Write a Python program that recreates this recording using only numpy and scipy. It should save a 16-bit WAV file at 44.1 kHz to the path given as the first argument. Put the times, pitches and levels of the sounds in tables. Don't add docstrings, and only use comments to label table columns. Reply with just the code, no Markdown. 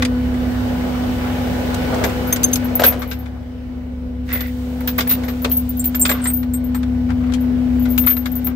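import sys
import numpy as np
from scipy import signal
from scipy.fft import rfft, irfft, next_fast_len
from scipy.io import wavfile
from scipy.ndimage import uniform_filter1d, map_coordinates

SR = 44100
rng = np.random.default_rng(int(sys.argv[2]) if len(sys.argv) > 2 else 0)


def voltage_ratio(decibels):
    exponent = np.asarray(decibels, float) / 20
    return 10 ** exponent


def master(y):
    cut = np.clip(np.atleast_2d(y).T, -1, 1)
    pcm = np.round(cut * 32767)
    wavfile.write(sys.argv[1], SR, pcm.astype(np.int16))


N = 377055

# time in seconds, exhaust loudness in dB, nearness of the engine bay in dB.
ENGINE_DISTANCE = [(0.0, -24.5, -33), (0.09, -26.5, -36), (0.55, -28.5, -31.5), (2.0, -29.5, -27.5),
                   (2.83, -32, -33.5), (3.31, -32.5, -45), (4.2, -29.5, -47), (4.43, -30, -45.5),
                   (5.17, -32, -35.5), (5.76, -29.5, -44.5), (6.14, -29.5, -36.5), (6.38, -29, -43),
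                   (7.86, -26.5, -38.5), (8.5, -27.5, -37.5), (8.55, -34, -43)]


def unit(x):
    return x / np.sqrt(np.mean(x ** 2) + 1e-20)


def along(points, hz):
    f, v = np.transpose(points)
    return np.interp(np.log(hz + 1), np.log(f + 1), v)


def curves(rows):
    s, *cols = np.transpose(rows)
    return [np.interp(np.arange(N) / SR, s, c) for c in cols]


def wobble(rate):
    knots = rng.standard_normal(int(N * rate / SR) + 4)
    return map_coordinates(knots, [np.arange(N) * rate / SR])


def filtered(x, response):
    m = next_fast_len(N + SR // 2)
    return irfft(rfft(x, m) * response(np.fft.rfftfreq(m, 1 / SR)), m)[..., :N]


def resonant(x, peaks):
    def response(f):
        total = 0
        for k, (centre, width, db) in enumerate(peaks):
            damping = 1j * f * width
            total = total + (-1) ** k * voltage_ratio(db) * damping / (centre * centre - f * f + damping)
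        return unit(np.abs(total)) * np.exp(1j * np.angle(total))
    return filtered(x, response)


def tuned(x, hz, sharpness):
    return signal.lfilter(*signal.iirpeak(hz, sharpness, SR), x) * np.sqrt(SR * sharpness / (np.pi * hz))


def sides(pan_db):
    return voltage_ratio(np.array([pan_db / 2, -pan_db / 2]))


def add(out, s, sound):
    part = out[:, round(s * SR):][:, :sound.shape[1]]
    part += sound[:, :part.shape[1]]


def rush(spectrum, patchy_db):
    # frequency in Hz, likeness of left and right (1 is mono).
    likeness = [(60, 0.79), (130, 0.54), (290, 0.37), (640, 0.24), (1410, 0.028), (3100, -0.18),
                (6820, 0.033), (15000, -0.077)]
    z = signal.stft(rng.standard_normal((2, N)), nperseg=512)[2]
    field = uniform_filter1d(rng.standard_normal(z.shape[1:]), size=6, axis=0)
    field = uniform_filter1d(field, size=14, axis=1)
    pair = signal.istft(z * voltage_ratio(patchy_db * unit(field)), nperseg=512)[1][:, :N]

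    def response(hz):
        angle = np.arccos(np.clip(along(likeness, hz), -1, 1)) / 2
        return voltage_ratio(along(spectrum, hz)) * [np.cos(angle), np.sin(angle)]
    mid, side = filtered(pair, response)
    return np.array([mid + side, mid - side]) / np.sqrt(np.mean(mid ** 2))


def tones(turns, orders, unsteady_db, rate):
    total = 0
    for multiple, db in orders:
        swell = np.sqrt(2) * voltage_ratio(db + unsteady_db * wobble(rate))
        total = total + swell * np.sin(2 * np.pi * (multiple * turns + rng.random()))
    return total


def rustle_db():
    # start in seconds, length in seconds, level in dB.
    rustles = [
        (4.235, 2.1, -48),
        (7.699, .85, -52.5),
    ]
    t = np.arange(N) / SR
    return sum(voltage_ratio(db) * np.clip(np.minimum(t - s, s + length - t) / 0.057, 0, 1) for s, length, db in rustles)


def engine():
    # shaft order, level in dB; exhaust orders set by the firing.
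    firing_orders = [(3, -24.5), (4, -12.5), (5, -23), (6, 2.5), (7, -23)]
    # shaft order, level in dB; the other orders from the block.
    odd_orders = [(8, -3.5), (9, -1.5), (10, -18.5), (12, -11.5), (13, -16), (15, -10), (17, -14),
                  (18, -23)]
    cylinders = [0, -1.8, -1.5]
    # frequency in Hz, level in dB re clatter.
    gear_whines = [(441, -9.5), (834, -3.5)]
    # frequency in Hz, level in dB per Hz.
    clatter_colour = [(90, -44.5), (150, -11.5), (350, -17), (530, -15.5), (1000, -25), (2000, -28.5),
                      (6000, -44.5), (9000, -87.5)]
    # frequency in Hz, level in dB per Hz.
    rumble_colour = [(12, -51), (20, -16), (65, -4), (195, -25), (247, -6), (304, -21), (700, -26),
                     (910, -62.5)]
    # frequency in Hz, level in dB per Hz.
    hiss_colour = [(1800, -16), (3500, -11), (5400, -17), (8500, -18), (10200, -25.5), (11500, -15.5),
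                   (12500, -19.5), (16000, -12.5)]
    exhaust_db, clatter_db = curves(ENGINE_DISTANCE)
    near_db = clatter_db + 38
    odd_db = exhaust_db - 5 + 0.26 * near_db
    hiss_db = -51 + 1.24 * near_db
    t = np.arange(N) / SR
    shaft_hz = 11.56
    turns = shaft_hz * t + 0.013 * wobble(3)
    low = voltage_ratio(exhaust_db) * tones(turns, firing_orders, unsteady_db=-1.0, rate=2.7)
    low = low + voltage_ratio(odd_db) * tones(turns, odd_orders, unsteady_db=3.5, rate=4.6)
    rumble = voltage_ratio(odd_db + 1.5) * rush(rumble_colour, patchy_db=1.5)
    firing = len(cylinders) * turns
    strength = voltage_ratio(np.array(cylinders)[firing.astype(int) % len(cylinders)])
    knock = strength * np.exp(-3 * (firing % 1))
    clatter = voltage_ratio(clatter_db + 1.5) * unit(1 + 0.443 * knock) * rush(clatter_colour, patchy_db=1.5)
    whine = tones(t + 2e-4 * wobble(7), gear_whines, unsteady_db=1.5, rate=4)
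    gears = voltage_ratio(1.06 * (clatter_db + 30.5) - 40.5) * whine
    hiss = np.hypot(voltage_ratio(hiss_db), rustle_db()) * rush(hiss_colour, patchy_db=0.6)
    return low * sides(1.0)[:, None] + rumble + clatter + gears + hiss


def pump():
    # time in seconds, hum in dB, octave in dB, left over right in dB.
    pump_distance = [(0.0, -19, -31.5, 2), (0.45, -21, -43, -3.5), (2.31, -25, -32.5, 6),
                     (2.66, -20, -47, 5), (2.83, -25.5, -34.5, 6), (3.36, -33.5, -52.5, 3),
                     (4.86, -23.5, -38, 2.5), (5.93, -22, -49, 2), (7.76, -17, -44.5, 6.5),
                     (8.55, -21, -47, 7)]
    # multiple of the pump note, level in dB re clatter.
    overtones = [(3, -14.5), (4, -22), (6, -19.5), (9, -24.5), (12, -23)]
    hum_db, octave_db, pan_db = curves(pump_distance)
    clatter_db = curves(ENGINE_DISTANCE)[1]
    pump_hz = 248.66
    turns = pump_hz * np.arange(N) / SR + 0.047 * wobble(9)
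    hum = voltage_ratio(hum_db) * tones(turns, [(1, 0)], unsteady_db=-0.18, rate=26) * sides(pan_db)
    octave = voltage_ratio(octave_db) * tones(turns, [(2, 0.0076)], unsteady_db=-1.0, rate=8.3) * sides(-pan_db / 2)
    return hum + octave + voltage_ratio(clatter_db) * tones(turns, overtones, unsteady_db=2.5, rate=6.4)


def ducking():
    # time in seconds, gain change in dB, recovery in seconds.
    ducks = [
        (2.838, 2.5, 0.25),
        (5.08, -1, 0.067),
        (6.09, -1.5, 0.23),
        (8.066, -5.5, 0.46),
    ]
    t = np.arange(N) / SR
    return voltage_ratio(sum(db * (t > s) * np.exp(-np.abs(t - s) / back) for s, db, back in ducks))


def yard(x):
    t60, delay = 0.07, 120
    t = np.arange(SR // 6) / SR
    tail = rng.standard_normal((2, len(t))) * voltage_ratio(-60 * t / t60)
    late = np.pad(x, ((0, 0), (delay, 0)))
    return signal.fftconvolve(late, tail / np.linalg.norm(tail[0]), axes=1)[:, :N]


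def grit(count, depth_db, width):
    a, b, c = rng.standard_normal((3, count))
    grains = voltage_ratio(depth_db * np.repeat(c[::40], 40)[:count])
    return grains * np.array([a + width * b, a - width * b])


def clang(burst, hz, sharpness):
    plate = [0.975, 1.276, 0.756, 1.73, 2.23]
    tune, size = rng.standard_normal((2, len(plate)))
    level = voltage_ratio(2.5 * size - 8 * np.abs(np.log2(plate)))
    pitch = hz * np.array(plate) * (1 + 0.03 * tune)
    return sum(g * tuned(burst, f, sharpness) for g, f in zip(level, pitch))


def deck_scrapes():
    # start in seconds, length in seconds, level in dB, colour in Hz.
    scrapes = [(1.885, 0.28, -32.5, 636), (2.831, 0.082, -25.5, 2575), (4.276, 0.25, -41, 2010),
               (5.09, 0.073, -30, 2870), (6.089, 0.21, -37.5, 1505), (7.083, 0.055, -40, 1050),
               (7.204, 0.17, -44.5, 1140), (8.063, 0.086, -32.5, 1700), (8.463, 0.077, -43, 1195),
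               (4.297, 0.2, -45, 594)]
    out = np.zeros((2, N))
    for s, length, db, hz in scrapes:
        u = np.arange(round(length * SR)) / (length * SR)
        links = voltage_ratio(3.5 * np.repeat(rng.standard_normal(len(u) // 300 + 1), 300)[:len(u)])
        stroke = np.sin(np.pi * u ** 0.6) * links * grit(count=len(u), depth_db=3, width=0.8)
        rubbed = tuned(stroke, hz, sharpness=0.71)
        add(out, s, voltage_ratio(db) * clang(rubbed, hz, sharpness=6.8) / 4)
    return out


def deck_thuds():
    # time in seconds, peak in dB, pitch in Hz.
    thuds = [(1.985, -16.5, 552), (2.039, -9.5, 394), (2.794, -5.5, 550), (2.816, -6, 654),
             (2.838, -8, 513), (2.922, -12, 570), (4.988, -15, 430), (5.447, -11.5, 506),
             (6.093, -11.5, 540)]
    out, t = np.zeros((2, N)), np.arange(SR // 7) / SR
    for s, db, hz in thuds:
        blow = voltage_ratio(db - 13.5 - 60 * t / 0.24) * grit(count=len(t), depth_db=4.5, width=0.23)
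        add(out, s, tuned(blow, hz, sharpness=3.1))
    return out


def deck_knocks():
    # time in seconds, peak in dB, colour in Hz, decay by 60 dB in seconds.
    bumps = [(0.022, -3, 1510, 0.033), (0.049, -9, 3720, 0.032), (0.34, -27.5, 950, 0.055),
             (2.795, -11.5, 1010, 0.049), (2.836, -2, 1740, 0.068), (2.923, -21.5, 1080, 0.08),
             (3.018, -18, 1220, 0.069), (3.112, -17, 2180, 0.081), (3.257, -28.5, 1180, 0.066)]
    # seconds, dB, Hz, seconds.
    snaps = [(1.743, -19.5, 2180, 0.03), (1.942, -23, 1377, 0.042), (2.038, -9, 886, 0.066),
             (2.093, -21.5, 980, 0.041), (2.325, -13, 973, 0.045), (2.36, -18.5, 2030, 0.047),
             (2.432, -18, 3700, 0.035), (2.529, -22.5, 3490, 0.035), (2.556, -13.5, 3230, 0.026)]
    # seconds, dB, Hz, seconds.
    drags = [(4.312, -26.5, 1480, 0.043), (4.329, -20, 1470, 0.046), (4.373, -25, 2150, 0.032),
             (4.406, -12.5, 1830, 0.034), (4.806, -27, 996, 0.05), (4.875, -11.5, 2150, 0.077),
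             (4.982, -9.5, 880, 0.06), (4.987, -9.5, 2180, 0.05), (5.005, -7, 2090, 0.058),
             (5.071, -18.5, 924, 0.041), (5.109, -14, 1740, 0.062), (5.234, -22.5, 1460, 0.062),
             (5.281, -20.5, 1680, 0.088), (5.445, -7.5, 1560, 0.043), (5.512, -22.5, 3240, 0.058),
             (5.841, -28, 4140, 0.064), (5.945, -15, 2070, 0.041)]
    # seconds, dB, Hz, seconds.
    taps = [(6.052, -4, 2030, 0.054), (6.091, -6.5, 1530, 0.054), (6.113, -8.5, 1600, 0.045),
            (6.24, -25.5, 1540, 0.054), (6.254, -16, 1340, 0.1), (6.3, -25.5, 1220, 0.045),
            (6.429, -24.5, 1280, 0.045), (6.539, -30, 1500, 0.045), (6.745, -22, 1060, 0.073),
            (6.83, -23.5, 1600, 0.037), (7.102, -24, 1090, 0.057), (7.321, -23.5, 2210, 0.028),
            (7.336, -19.5, 3240, 0.061), (7.854, -24.5, 1460, 0.051), (7.977, -11.5, 2840, 0.045),
            (8.037, -25.5, 1510, 0.054), (8.068, -13.5, 1536, 0.062), (8.167, -21, 1680, 0.041),
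            (8.256, -15.5, 1640, 0.054), (8.469, -22, 1040, 0.045)]
    edge_levels = [
        -29,
        7.5,
        -21,
        -37.5,
    ]
    # frequency in Hz, width in Hz, level in dB.
    deck_body = [(1340, 650, 4), (2220, 540, 11), (3400, 1000, 2)]
    # frequency in Hz, width in Hz, level in dB.
    deck_edge = [(5080, 5200, 10), (7860, 1600, 18.5), (11500, 8900, 7.5)]
    body, spot, edge = np.zeros((3, 2, N))
    t = np.arange(SR // 7) / SR
    for rows, sharp_db in zip([bumps, snaps, drags, taps], edge_levels):
        for s, db, hz, t60 in rows:
            edge_db = sharp_db + 8 * np.log2(hz / 2000)
            choke = (t / max(t60, 0.008)) ** 1.4
            fade = voltage_ratio(db - 6 - 60 * choke) * (1 - np.exp(-t / 0.00068))
            burst = fade * grit(count=len(t), depth_db=1.5, width=0.98)
            add(body, s, burst * voltage_ratio(-7))
            add(spot, s, clang(burst, hz, sharpness=9) * voltage_ratio(-13))
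            add(edge, s, burst * voltage_ratio(edge_db - 10 - 20 * choke))
    return resonant(body, deck_body) + spot + resonant(edge, deck_edge)


def ring(modes, attack):
    hz, db, life = np.transpose(modes)[:, :, None]
    life = np.clip(life, 0.01, 0.3)
    t = np.arange(round(life.max() * SR)) / SR
    tune, apart, phase = rng.standard_normal((3, len(modes), 1))
    drift = np.repeat(rng.standard_normal((len(modes), 90)), 150, axis=1)[:, :len(t)]
    arc = 2 * np.pi * hz * (1 + 0.002 * tune) * t + np.cumsum(0.004 * drift, axis=1)
    beat = 1 + 0.35 * np.sin(2 * np.pi * hz * 0.003 * apart * t + phase)
    choke = (t / life) ** 1.7
    fade = voltage_ratio(db - 60 * choke) * (1 - np.exp(-t / attack)) * beat
    return np.array([(fade * np.sin(arc + phase)).sum(0), (fade * np.sin(arc - phase)).sum(0)])


def struck(hits, modes, coloured, attack):
    out = np.zeros((2, N))
    for s, db, colour_db in hits:
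        now = [(hz, db + level + c * colour_db, t60) for (hz, level, t60), c in zip(modes, coloured)]
        add(out, s, ring(now, attack))
    return out


def buckle():
    # frequency in Hz, level in dB, ring in seconds.
    buckle_modes = [(3540, -17, 0.019), (6330, 3, 0.026), (9120, -13.5, 0.03), (10600, -3.5, 0.032),
                    (11400, 4.5, 0.015)]
    # time in seconds, peak in dB, upper modes in dB.
    buckle_hits = [(2.325, -0.5, -23.5), (2.3644, -44.5, -16), (2.4392, 1, -16.5), (2.4833, -32.5, -1.5),
                   (2.5321, -14, 6), (2.5561, -29, -9.5)]
    return struck(buckle_hits, buckle_modes, [0.14, 0.37, 0.02, 0.69, 0.97], attack=0.0023)


def hook():
    # frequency in Hz, level in dB, ring in seconds.
    hook_modes = [(7380, 0, 0.055), (7530, -0.5, 0.046), (8190, -6.5, 0.041), (8354, -4.5, 0.09)]
    # time in seconds, peak in dB, lower modes in dB.
    hook_hits = [(5.7947, -21, -5), (5.8431, -36, -4), (5.9467, -42, 6), (5.9948, -37, 2), (6.0142, -9, -5),
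                 (6.0552, -25.5, 1), (6.095, -22, -2.5), (6.2173, -28, -28), (6.2397, -19.5, -9.5),
                 (6.2696, -10.5, -21), (6.536, -21, -12), (6.6403, -52, -10), (6.7471, -33, -10)]
    return struck(hook_hits, hook_modes, [1, 1, 0, 0], attack=0.00049)


def chain(clinks, link):
    rings, cracks = np.zeros((2, 2, N))
    t = np.arange(SR // 20) / SR
    for s, db, hz, life in clinks:
        modes = [(f, db - 5 - 8 * abs(f - hz) / 1000, life) for f in link]
        add(rings, s, ring(modes, attack=0.00043))
        add(cracks, s, voltage_ratio(db - 6.5 - 60 * t / 0.0095) * rng.standard_normal((2, len(t))))
    return rings + resonant(cracks, [(14200, 2500, 0), (9000, 6000, -15)])


def first_chain():
    first_link = [13361, 14126, 13000]
    # time in seconds, peak in dB, favoured pitch in Hz, ring in seconds.
    dropped = [(2.0443, -18, 14900, 0.098), (2.2722, -21.5, 13400, 0.11), (2.3266, -3, 14800, 0.055),
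               (2.436, -7.5, 14300, 0.062), (2.516, -21, 15400, 0.069), (2.5321, -14.5, 14500, 0.08),
               (2.558, -11, 15200, 0.046), (2.6445, -22, 13100, 0.054), (2.7536, -5.5, 13800, 0.05),
               (2.797, -18, 13300, 0.069), (2.839, -6, 13300, 0.1), (2.8634, 0.5, 13500, 0.1),
               (2.9941, -26, 14300, 0.13), (3.0754, -29.5, 13300, 0.11), (3.104, -27.5, 14300, 0.13),
               (3.1896, -33.5, 13400, 0.092)]
    return chain(dropped, first_link)


def second_chain():
    second_link = [13315, 13930, 14730]
    # time in seconds, peak in dB, favoured pitch
    # in Hz, ring in seconds.
    second_clinks = [(4.327, -13, 14600, 0.09), (4.336, -12.5, 13900, 0.13), (4.4054, -21.5, 13400, 0.086),
                     (4.4682, -25, 15200, 0.09), (4.807, -20.5, 15360, 0.058), (4.8745, -9.5, 14500, 0.079),
                     (4.98, -11, 13960, 0.09), (5.0758, -9, 13540, 0.099), (5.094, -7, 14300, 0.071),
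                     (5.1098, -3.5, 14700, 0.09), (5.243, -31, 13700, 0.073), (5.2824, -27, 13500, 0.098),
                     (5.42, -23, 13650, 0.083), (5.434, -20.5, 14900, 0.07), (5.4975, -20.5, 14800, 0.1),
                     (5.5167, -7, 14200, 0.11), (5.5694, -5.5, 14000, 0.082), (5.692, -14.5, 14260, 0.051),
                     (5.7706, -22.5, 13900, 0.09), (5.7953, -10.5, 15200, 0.041), (5.8426, -14, 14700, 0.056),
                     (5.8561, -6, 14400, 0.068), (5.9512, -10.5, 13300, 0.06), (5.9958, -9.5, 13900, 0.09),
                     (6.0212, -10, 13970, 0.052), (6.0586, -14, 14700, 0.082), (6.0799, -15.5, 14000, 0.1),
                 (6.095, -9.5, 13650, 0.12), (6.2398, -24.5, 14800, 0.09), (6.2721, -21.5, 13300, 0.1),
                 (6.2994, -18.5, 14700, 0.098), (6.335, -13, 13300, 0.16), (6.5363, -22, 13300, 0.09),
                 (6.6418, -29, 13500, 0.099), (6.748, -27, 13950, 0.098), (7.4071, -30.5, 14000, 0.081),
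                 (7.7958, -28.5, 14050, 0.07), (7.8234, -26.5, 14100, 0.09), (7.887, -30.5, 13500, 0.082),
                 (7.905, -19.5, 14060, 0.12), (7.979, -8, 13700, 0.09), (8.0002, -13.5, 13440, 0.11),
                 (8.0638, -6.5, 13850, 0.12), (8.0974, -8, 13300, 0.12), (8.1673, -16.5, 13300, 0.11),
                 (8.2566, -30, 13400, 0.098), (8.317, -19, 13800, 0.051), (8.3546, -14.5, 14100, 0.066),
                 (8.4193, -41.5, 13900, 0.072), (8.4455, -15.5, 13270, 0.09), (8.4682, -10, 14100, 0.046)]
    return chain(second_clinks, second_link)


def scene():
    # time in seconds, left over right in dB.
    hands = [(0, -1), (2, 0.5), (3.2, 4.5), (4.3, -1), (5.45, 3), (6, 0), (7.3, 8), (8.5, 6.5)]
    metal = deck_scrapes() + deck_thuds() + deck_knocks()
    metal = metal + buckle() + hook() + first_chain() + second_chain()
    metal = metal * sides(curves(hands)[0])
    return (engine() + pump()) * ducking() + metal + voltage_ratio(-11) * yard(metal)


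def band_limit(x):
    return signal.sosfilt(signal.butter(12, 16490, fs=SR, output="sos"), x)


def record(dry):
    top_hz, bass_hz = 15750, 28
    clipped = dry / (1 + np.abs(dry) ** 6) ** (1 / 6)

    def response(hz):
        return np.where(hz < top_hz, 1, voltage_ratio(-27)) * hz ** 2 / (hz ** 2 + bass_hz ** 2)
    banded = filtered(clipped, response)
    return band_limit(banded)


dry = scene()
out = record(dry)
master(out)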